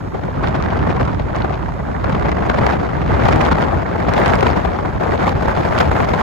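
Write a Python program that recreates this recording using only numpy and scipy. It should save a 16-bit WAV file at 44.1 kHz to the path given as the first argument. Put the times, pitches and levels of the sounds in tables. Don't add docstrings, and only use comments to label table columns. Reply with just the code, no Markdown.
import sys
import numpy as np
from scipy import signal
from scipy.fft import rfft, irfft, next_fast_len
from scipy.io import wavfile
from scipy.ndimage import uniform_filter1d

SR = 44100
rng = np.random.default_rng(int(sys.argv[2]) if len(sys.argv) > 2 else 0)


def unload_wav(signal):
    wavfile.write(
        sys.argv[1],
        SR,
        np.round(np.clip(np.atleast_2d(signal).T, -1, 1) * 32767).astype(np.int16),
    )


N = 274302

# (time [s], half-width [s], level change [dB], extra treble [dB], left-right [dB])
SLAPS = [(0.066, 0.0058, 0.5, -5, 1), (0.146, 0.007, 4, -4, 4.5), (0.188, 0.0082, 1.5, -6, 6),
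         (0.237, 0.0049, 5.5, 1, 7), (0.287, 0.0036, 6, -7, 10), (0.439, 0.019, 7.5, 1.5, 1.5),
         (0.475, 0.013, 5.5, 3, 1), (0.549, 0.012, 5, 3, 3), (0.647, 0.014, 5, 2, 2),
         (0.706, 0.004, 0.5, 11.5, 11), (0.727, 0.012, 2, -3, 4), (0.792, 0.005, 1.5, 7, 9),
         (0.873, 0.012, 6, -4, 4), (0.904, 0.007, 2.5, 9, 9), (0.963, 0.008, 3.5, 1, 11),
         (1.006, 0.017, 6.5, 0, 6), (1.08, 0.0092, 5, 0.5, 1), (1.197, 0.0035, 3, 8, 12),
         (1.354, 0.011, 5, 2, 1), (1.407, 0.0088, 3, -1, 2), (1.42, 0.004, -1, 9.5, 11),
         (1.446, 0.0049, 11, -3, 4), (1.506, 0.0074, 4.5, -3, 12), (1.535, 0.016, 2, 5, 6),
         (1.657, 0.01, 4.5, -2, 1), (1.691, 0.026, 3, -0.5, 2), (1.796, 0.0086, 8, -14, 5),
         (1.89, 0.011, 5.5, -8, -1), (1.948, 0.0081, 4, -16, 2), (2.043, 0.0033, 9.5, 2.5, 8),
         (2.076, 0.015, 3, -4, 6), (2.098, 0.0051, 5.5, -1, 7), (2.124, 0.0044, 0, 7.5, 14),
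         (2.148, 0.0042, 6, 5, 8), (2.256, 0.016, 6.5, 0.5, 5), (2.288, 0.0063, 6.5, -2, 4),
         (2.321, 0.005, 4.5, 3, 5), (2.425, 0.0031, 5.5, 0, 9), (2.5, 0.0082, 5.5, 4.5, 4),
         (2.579, 0.0089, 3, 4.5, 3), (2.621, 0.005, 0, 2, 7), (2.666, 0.003, 6.5, 6, 1),
         (2.727, 0.0084, 3, 3.5, 0), (2.853, 0.008, 4, -1, 1), (2.893, 0.005, 1.5, 0, 9),
         (2.933, 0.0043, 4, -4, -3), (3.072, 0.005, -3, 10, -5), (3.014, 0.0087, 3, 5, -3),
         (3.105, 0.036, 2.5, 0, -1), (3.202, 0.005, 0.5, 5, 6), (3.224, 0.0044, 0.5, 5, 6),
         (3.254, 0.005, 6, 3, 7), (3.287, 0.0044, 6.5, 1, 12), (3.325, 0.01, -0.5, 8, -1),
         (3.412, 0.0046, 4.5, 7, -7), (3.458, 0.0074, -2, 5, 5), (3.521, 0.012, 3, 4, -1),
         (3.622, 0.011, 4, 2.5, -1), (3.683, 0.0043, 0, -2, 10), (3.731, 0.015, 6, -5, 11),
         (3.857, 0.005, 3, -9, -8), (3.959, 0.004, 6.5, -8, -4), (4.002, 0.0056, 5, -1, -5),
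         (4.088, 0.0066, 6, 0.5, -3), (4.167, 0.0092, 2, 7, 1), (4.259, 0.005, 1.5, 10.5, 0),
         (4.301, 0.005, -0.5, 5, -2), (4.337, 0.0072, 4, 1, -9), (4.429, 0.0035, 10, 4, 8),
         (4.468, 0.025, 6.5, 4.5, -1), (4.511, 0.0089, 0.5, 4, 0), (4.566, 0.0096, 4.5, 0, -3),
         (4.651, 0.0099, 5.5, 2.5, 7), (4.833, 0.005, 0, -7, -4), (4.856, 0.0069, 6.5, -3, -3),
         (5.011, 0.011, 6, -3, 3), (5.035, 0.0048, 6.5, 0, 6), (5.063, 0.005, 2, -10, 11),
         (5.094, 0.0064, -1, -6, -2), (5.137, 0.0045, 4.5, -4, 10), (5.177, 0.003, -1, 13, -2),
         (5.426, 0.0046, 6, -3, -4), (5.468, 0.004, -2.5, 3, 5), (5.483, 0.0053, 4.5, -3, -7),
         (5.558, 0.005, -2.5, 8, 3), (5.635, 0.006, -1.5, 7, 0), (5.735, 0.0066, -1, 5, 9),
         (5.785, 0.016, 1.5, 10, 2), (5.807, 0.0089, 9.5, 4, 2), (5.856, 0.006, 1.5, 6.5, 6),
         (5.915, 0.0024, 8.5, -1, -5), (6.046, 0.005, 1, 8, -5), (6.092, 0.005, 1.5, 6, 3),
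         (6.137, 0.0074, 6, 3.5, 9), (6.202, 0.019, 5, 2.5, -1)]
SURGE_HZ, SURGE_DB = 22.7, 0.93
TEAR_DB, TEAR_FOLLOWS = -40, 1.01


def from_db(db):
    return 10 ** (np.asarray(db) / 20)


def rms_one(x):
    return x / np.sqrt(np.mean(x ** 2) + 1e-20)


def in_time(rows):
    s, *columns = np.transpose(rows)
    return [np.interp(np.arange(N) / SR, s, c) for c in columns]


def at_hz(points, hz):
    table = np.array(points)
    return np.interp(np.log(hz), np.log(table[:, 0]), table[:, 1])


def drift(rate_hz):
    r = np.exp(-16 * np.pi * rate_hz / SR)
    white = rng.standard_normal(N // 8 + 4002)
    slow = signal.lfilter([1], [1, -2 * r, r * r], white)[4000:]
    rounded = 4 * np.tanh(rms_one(slow) / 4)
    return np.interp(np.arange(N) / 8, np.arange(len(slow)), rounded)


def at_ports(rate_hz, shared):
    shared = np.clip(shared, 0, 1)
    own = np.array([drift(rate_hz), drift(rate_hz)])
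    return np.sqrt(shared) * drift(rate_hz) + np.sqrt(1 - shared) * own


def coloured(x, spectrum):
    size = next_fast_len(N)
    hz = np.maximum(np.fft.rfftfreq(size, 1 / SR), 1)
    return rms_one(irfft(rfft(x, size) * from_db(at_hz(spectrum, hz)), size)[..., :N])


def band(x, low_hz, high_hz):
    sos = signal.butter(2, [low_hz, min(high_hz, .45 * SR)], "band", fs=SR, output="sos")
    return signal.sosfilt(sos, x)


def evened(x):
    power = uniform_filter1d(np.mean(x ** 2, axis=0), size=SR // 30)
    power = uniform_filter1d(power, size=SR // 45)
    return x / np.sqrt(np.maximum(power, 1e-20))


def swells(events):
    rise_share, fade_share, reach_s = 0.7, 1.33, .12
    out = np.zeros((len(events[0]) - 2, N))
    for s, width_s, *heights_db in events:
        near = np.arange(max(int((s - reach_s) * SR), 0), min(int((s + reach_s) * SR), N))
        age = (near / SR - s) / width_s
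        shape = np.exp(-(age / np.where(age < 0, rise_share, fade_share)) ** 2)
        out[:, near] += np.outer(heights_db, shape)
    return out


def timed_kicks(events, level_db):
    kicks = np.zeros((2, N))
    for s, peak_db, pan_db in events:
        kicks[:, int(s * SR)] += from_db(peak_db + level_db + np.array([pan_db, -pan_db]) / 2)
    return kicks


def noise_grains(kicks, fall_s, colour):
    decays = signal.lfilter([1], [1, -np.exp(-1 / (fall_s * SR))], kicks + 1e-18)
    grains = decays * rng.choice([-1, 1], (2, N))
    return coloured(grains, colour) * np.std(grains)


def road_hiss(gust_db):
    # (frequency [Hz], density [dB per Hz])
    hiss_colour = [(100, 28), (1000, 35.5), (2500, 12.5), (5000, 13.5), (7000, 7.5), (9000, -1), (11500, 2),
                   (15500, -7)]
    steady_db = -41
    start_db, follows, rise_db_per_s = -48, 1.6, 1.75
    lag_s, turn_rad = .000238, 2.1
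    slipstream_db = start_db + follows * gust_db + rise_db_per_s * np.arange(N) / SR
    gain = np.hypot(from_db(steady_db), from_db(slipstream_db))
    hiss = coloured(rng.standard_normal(N), hiss_colour) * gain
    size = next_fast_len(N + SR // 20)
    phase = turn_rad + 2 * np.pi * np.fft.rfftfreq(size, 1 / SR) * lag_s
    left = irfft(rfft(hiss, size) * np.exp(-1j * phase), size)[:N]
    return np.array([left, hiss])


def ticks(level_db=-5, fall_s=0.0008):
    # (time [s], kick before level_db [dB], left-right [dB])
    tick_events = [(1.3617, -46, 0.0), (2.4956, -45, 0.0), (2.5774, -38, 6), (2.6637, -32, -2),
                   (3.2005, -47, 5), (3.415, -37, -1), (3.5697, -44, -0.5), (4.1239, -46, 0.5),
                   (4.2002, -31, 8), (4.2786, -36, 0.5), (4.4073, -40, 0.5), (4.4676, -39, 0.0),
                   (5.2798, -44, -1), (5.2923, -37, 0.5), (5.7417, -44, 3), (5.7911, -29, -2)]
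    # (frequency [Hz], density [dB per Hz])
    tick_colour = [(1000, -6), (3000, 1), (7000, 0), (11000, 3), (15500, -10)]
    return noise_grains(timed_kicks(tick_events, level_db), fall_s, tick_colour)


def snaps(force_db, level_db=-4, fall_s=0.00067, per_s=70, crackle_db=4, spread_db=5.5, denser=0.54):
    # (time [s], kick before level_db [dB], left-right [dB])
    snap_events = [(0.238, -32, 2), (0.435, -22, -1), (0.474, -14, 4), (0.486, -17.5, 3), (0.562, -20, 0),
                   (0.625, -15, 9), (0.9, -23, 2), (0.909, -22, 2), (0.9655, -20, 2), (1.0116, -14, 2),
                   (1.03, -19, 5), (1.053, -17, 0), (1.146, -24, 5), (1.3625, -17, 7), (1.531, -26, 11),
                   (2.096, -19, -7), (2.317, -14, -1), (2.4964, -17, 7), (2.665, -18, -3), (3.235, -18, 6),
                   (3.322, -17, -7), (3.36, -10, -2), (3.4157, -13, 9), (3.4521, -12, 9), (3.464, -16, -3),
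                   (3.521, -24, 3), (3.5715, -23, -9), (3.622, -22, 5), (4.137, -8.5, 10),
                   (4.2005, -20, -4), (4.2603, -6.5, 5), (4.28, -7, 6), (4.336, -21, -2), (4.3552, -11, 9),
                   (4.4086, -7.5, -1), (4.43, -16, 9), (4.469, -19, -3), (5.28, -21, 4), (5.293, -10, 3),
                   (5.7871, -6.5, 11), (5.813, -16, -3)]
    # (frequency [Hz], density [dB per Hz])
    snap_colour = [(300, 0), (1200, 11), (2200, 9), (4500, 0), (7000, -9), (10000, -21), (15500, -28)]
    scatter_db = spread_db * np.clip(rng.standard_normal((2, N)), -2, 2)
    sizes = from_db(TEAR_DB + TEAR_FOLLOWS * force_db + crackle_db + scatter_db)
    crackle = sizes * (rng.random((2, N)) < per_s * from_db(denser * force_db) / SR)
    return noise_grains(crackle + timed_kicks(snap_events, level_db), fall_s, snap_colour)


def vortices(force_db, level_db=-22, per_s=80, spread_db=-1.5, follows=0.53, port_scatter_turns=0.67):
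    out, low_hz, high_hz, cycles = np.zeros((2, N)), 330, 1600, 2.2
    for place, pitch, size, turn, skew in rng.random((int(per_s * N / SR), 5)):
        at = int(place * N)
        hz = low_hz * (high_hz / low_hz) ** pitch
        near = np.arange(max(at - SR // 20, 0), min(at + SR // 20, N))
        turns = (near - at) / SR * hz
        gain = from_db(level_db + follows * force_db[at] + spread_db * (2 * size - 1))
        start = turn + port_scatter_turns * (skew - .5) * np.array([[.5], [-.5]])
        out[:, near] += gain * np.exp(-(turns / cycles) ** 2) * np.sin(2 * np.pi * (turns + start))
    return out


def draw_back(depth_share=0.17, lead_widths=1.1, lead_s=0.0048, width_s=0.0046):
    dips = [(s - lead_s - lead_widths * half_s, width_s, depth_share * change_db)
            for s, half_s, change_db, *_ in SLAPS]
    return swells(dips)[0]


def bursts(per_s=120, fade_s=0.0092, rise_s=.0005):
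    rise = np.exp(-1 / (rise_s * SR))
    kicks = rng.uniform(0.32, 1, N) * (rng.random(N) < per_s / SR)
    swirl = np.tanh(signal.lfilter([1], [1, -np.exp(-1 / (fade_s * SR))], kicks + 1e-18))
    swirl = signal.lfilter([1], [1, -2 * rise, rise * rise], swirl)
    return rms_one(swirl - swirl.mean())


def eddies(large_hz=65, small_hz=170, small_share=1.0, large_shared=0.82, small_shared=0.46, burst_share=0.59):
    large = at_ports(large_hz, large_shared)
    small = at_ports(small_hz, small_shared)
    return rms_one(large + small_share * small + burst_share * bursts())


def buffet(swirl, grit, level_db, slap_pan_db, low_hz, high_hz, count,
           brighten=0., patchy_db=1.18, lean_share=0.58):
    # (frequency [Hz], density [dB per Hz])
    wind_colour = [(22, -41), (36, -19), (52, 1), (75, 3), (105, 1), (150, -1.5), (280, -8), (450, -9.5),
                   (750, -9), (1200, -14.5), (2050, -24), (2700, -33.5), (4700, -44), (8000, -63),
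                   (15000, -122)]
    # (frequency [Hz], likeness [1])
    likeness = [(40, 0.88), (250, 0.55), (500, 0.55), (800, 0.42), (1300, -0.05), (2200, 0.5), (4500, 0.5),
                (9000, 2.8)]
    # (frequency [Hz], left-right [dB])
    port_tilt = [(40, -1.5), (100, -0.5), (200, 1.6), (380, 6), (650, 3), (1200, -3.5), (2000, -4.5),
                 (3000, 1.5), (9000, -3.5)]
    # (frequency [Hz], swing [dB])
    flutter_swing = [(50, -0.5), (150, 0.5), (400, 1.5), (1000, 2.5), (2500, 2), (5000, 3), (12000, 10)]
    # (frequency [Hz], swing [dB])
    grit_swing = [(400, -1), (1200, 2.4), (2400, 3.5), (8000, 4)]
    # (time [s], left-right [dB])
    lean = [(0, -0.5), (0.7, -2.5), (1.4, -4), (2.3, -1.5), (3.0, 1.5), (3.7, 2.5), (4.5, 4.5), (5.05, 1.5),
            (5.4, 1.5), (6.22, 2)]
    lean_db = in_time(lean)[0]
    lean_db = lean_share * (lean_db - lean_db.mean())
    sides, out = np.array([[1], [-1]]), 0
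    edges = np.geomspace(low_hz, high_hz, count + 1)
    shaped = coloured(rng.standard_normal((2, 2, N)), wind_colour)
    for k, (low, high) in enumerate(zip(edges, edges[1:])):
        hz = np.sqrt(low * high)
        mid, side = band(shaped[k % 2], low, high)
        alike = np.clip(at_hz(likeness, hz), -1, 1)
        noise = np.sqrt(1 + alike) * mid + np.sqrt(1 - alike) * side * sides
        flutter_db = at_hz(flutter_swing, hz) * swirl + at_hz(grit_swing, hz) * grit
        flutter = rms_one(from_db(flutter_db + patchy_db * drift(33.0)))
        pan_db = at_hz(port_tilt, hz) + lean_db + slap_pan_db
        tilt_db = brighten * (level_db - level_db.mean()) * np.log2(hz / low_hz)
        out = out + noise * flutter * from_db(tilt_db + sides * pan_db / 2)
    return from_db(level_db) * evened(out)


def turbulence(force_db, treble_db, pan_db, rumble_db=1.0):
    # (time [s], level [dB])
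    rumble_level = [(0, -27.5), (0.31, -26), (0.42, -22), (0.85, -20.5), (1.2, -21.0), (1.8, -25),
                    (2.1, -21.5), (2.62, -21), (2.88, -26.0), (3.14, -16.5), (3.5, -21.5), (3.95, -25),
                    (4.45, -19.5), (4.8, -26.5), (5.1, -22.5), (5.7, -25.5), (5.9, -19), (6.22, -24)]
    # (time [s], half-width [s], rumble swell [dB])
    thumps = [(0.068, 0.012, 5), (0.384, 0.012, 5.5), (0.487, 0.012, 3), (0.82, 0.025, 5.5),
              (0.91, 0.012, 3), (1.03, 0.014, 3), (1.378, 0.016, 6), (1.517, 0.014, 3.5), (2.056, 0.012, 5),
              (2.243, 0.028, 3), (2.616, 0.018, 5), (2.781, 0.028, 3.5), (2.88, 0.014, 3), (3.12, 0.014, 4),
              (3.25, 0.016, 3), (3.35, 0.02, 4), (3.511, 0.018, 6.5), (3.76, 0.025, 8.5), (3.936, 0.016, 4),
              (4.09, 0.018, 6.5), (4.292, 0.016, 7), (4.364, 0.012, 4), (4.516, 0.014, 4), (4.59, 0.012, 3),
              (4.671, 0.018, 6), (4.831, 0.014, 5), (4.953, 0.016, 7), (5.112, 0.025, 3.5),
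              (5.353, 0.012, 9), (5.48, 0.018, 7.5), (5.575, 0.018, 7.5), (5.65, 0.012, 5),
              (5.7, 0.012, 4.5), (5.887, 0.015, 6), (6.113, 0.012, 3.5)]
    # (time [s], half-width [s], depth [dB])
    sags = [(0.111, 0.018, 7), (0.707, 0.012, 7), (0.933, 0.012, 4), (1.288, 0.018, 8), (1.347, 0.012, 8),
            (1.477, 0.012, 6), (1.583, 0.012, 5), (1.785, 0.014, 5), (1.85, 0.018, 5), (1.943, 0.018, 3.5),
            (2.36, 0.012, 4), (2.571, 0.012, 4), (2.73, 0.016, 4), (3.19, 0.014, 4), (3.629, 0.014, 3),
            (3.872, 0.018, 4), (4.16, 0.012, 4), (4.39, 0.01, 5), (4.548, 0.01, 5), (4.625, 0.01, 4),
            (5.018, 0.012, 7), (5.622, 0.012, 4), (5.977, 0.012, 9), (6.081, 0.012, 5.5)]
    bottom_hz, roar_hz, rush_hz, tear_hz, top_hz = 20, 165, 420, 2200, 18000
    rumble_surge_db, roar_surge_db = 1.17, 1.63
    roar_start_db, roar_fall_db_per_s = -22.5, 0.32
    roar_follows, roar_follows_bass = 0.64, 0.27
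    rush_start_db, rush_follows = -22, 1
    swirl = eddies()
    grit = at_ports(284, 0.69)

    bass_db = in_time(rumble_level)[0] + rumble_db + swells(thumps)[0] - swells(sags)[0]
    bass_db = bass_db + rumble_surge_db * drift(SURGE_HZ)
    rumble = buffet(swirl, grit, bass_db, 0, bottom_hz, roar_hz, count=4)

    roar_db = roar_start_db - roar_fall_db_per_s * np.arange(N) / SR + roar_follows * force_db
    roar_db = roar_db + roar_follows_bass * (bass_db - bass_db.mean()) + roar_surge_db * drift(SURGE_HZ)
    roar = buffet(swirl, grit, roar_db, 0, roar_hz, rush_hz, count=3)

    rush_db = rush_start_db + rush_follows * force_db
    rush = buffet(swirl, grit, rush_db, pan_db, rush_hz, tear_hz, count=6, brighten=0.093)

    tear_db = TEAR_DB + TEAR_FOLLOWS * force_db + treble_db
    tear = buffet(swirl, grit, tear_db, pan_db, tear_hz, top_hz, count=6, brighten=0.01)
    return rumble + roar + rush + tear


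def scene():
    # (time [s], level [dB])
    gust = [(0, -33.5), (0.17, -27.5), (0.34, -27.5), (0.45, -24.5), (0.7, -22.5), (1.02, -23.0),
            (1.27, -26.5), (1.42, -23.5), (1.78, -30.5), (2, -26.5), (2.08, -22), (2.25, -22.5),
            (2.38, -21.5), (2.7, -16.5), (2.8, -21), (3.02, -23.5), (3.25, -15.5), (3.45, -14.5),
            (3.62, -17), (3.7, -21), (3.89, -22.5), (4.05, -20), (4.2, -14.5), (4.47, -19), (4.6, -20),
            (4.72, -22), (4.93, -24), (5.05, -21), (5.28, -15), (5.37, -22.5), (5.5, -17.5), (5.82, -17.5),
            (6, -17.5), (6.22, -20.5)]
    # (time [s], half-width [s], depth [dB])
    stalls = [(0.098, 0.018, 5.5), (0.205, 0.008, 7.5), (0.322, 0.008, 6.0), (0.986, 0.005, 5),
              (1.158, 0.008, 4.5), (1.236, 0.008, 4.5), (1.821, 0.007, 5), (2.307, 0.005, 4),
              (2.34, 0.008, 7.0), (2.528, 0.007, 7), (2.605, 0.005, 5.5), (2.781, 0.008, 7.5),
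              (2.919, 0.005, 8.5), (3.379, 0.012, 4.5), (3.498, 0.008, 6.5), (3.538, 0.008, 7.5),
              (3.562, 0.004, 6.5), (3.665, 0.005, 4.5), (3.841, 0.008, 6), (4.815, 0.005, 4.5),
              (4.921, 0.008, 5.0), (4.987, 0.008, 5.0), (5.171, 0.018, 5.5), (5.251, 0.007, 6.5),
              (5.338, 0.012, 7.5), (5.529, 0.012, 6.0), (5.618, 0.012, 4.5), (5.902, 0.005, 6.0),
              (6.062, 0.008, 5.5)]
    hiss_flutter_share = 0.95
    gust_db, = in_time(gust)
    slow_db = gust_db - gust_db.mean()
    slap_db, treble_db, pan_db = swells(SLAPS)
    quick_db = slap_db - draw_back() - swells(stalls)[0] + SURGE_DB * drift(SURGE_HZ)
    force_db = slow_db + quick_db
    background = road_hiss(slow_db + hiss_flutter_share * quick_db)
    details = ticks() + snaps(force_db) + vortices(force_db)
    return background + details + turbulence(force_db, treble_db, pan_db)


def record(dry, turn_hz=465, turn_q=0.88, cutoff_hz=15900, end_fade_s=.003):
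    w = 2 * np.pi * turn_hz / SR
    width = np.sin(w) / (2 * turn_q)
    poles = np.array([1 + width, -2 * np.cos(w), 1 - width])
    ports = np.array([signal.lfilter(poles[::-1], poles, dry[0]), dry[1]])
    ports = ports * np.minimum(np.arange(N, 0, -1) / (end_fade_s * SR), 1)
    rounded = ports / (1 + (ports / .92) ** 6) ** (1 / 6)
    return signal.sosfilt(signal.ellip(10, .1, 80, cutoff_hz, fs=SR, output="sos"), rounded)


dry = scene()
out = record(dry)
unload_wav(out)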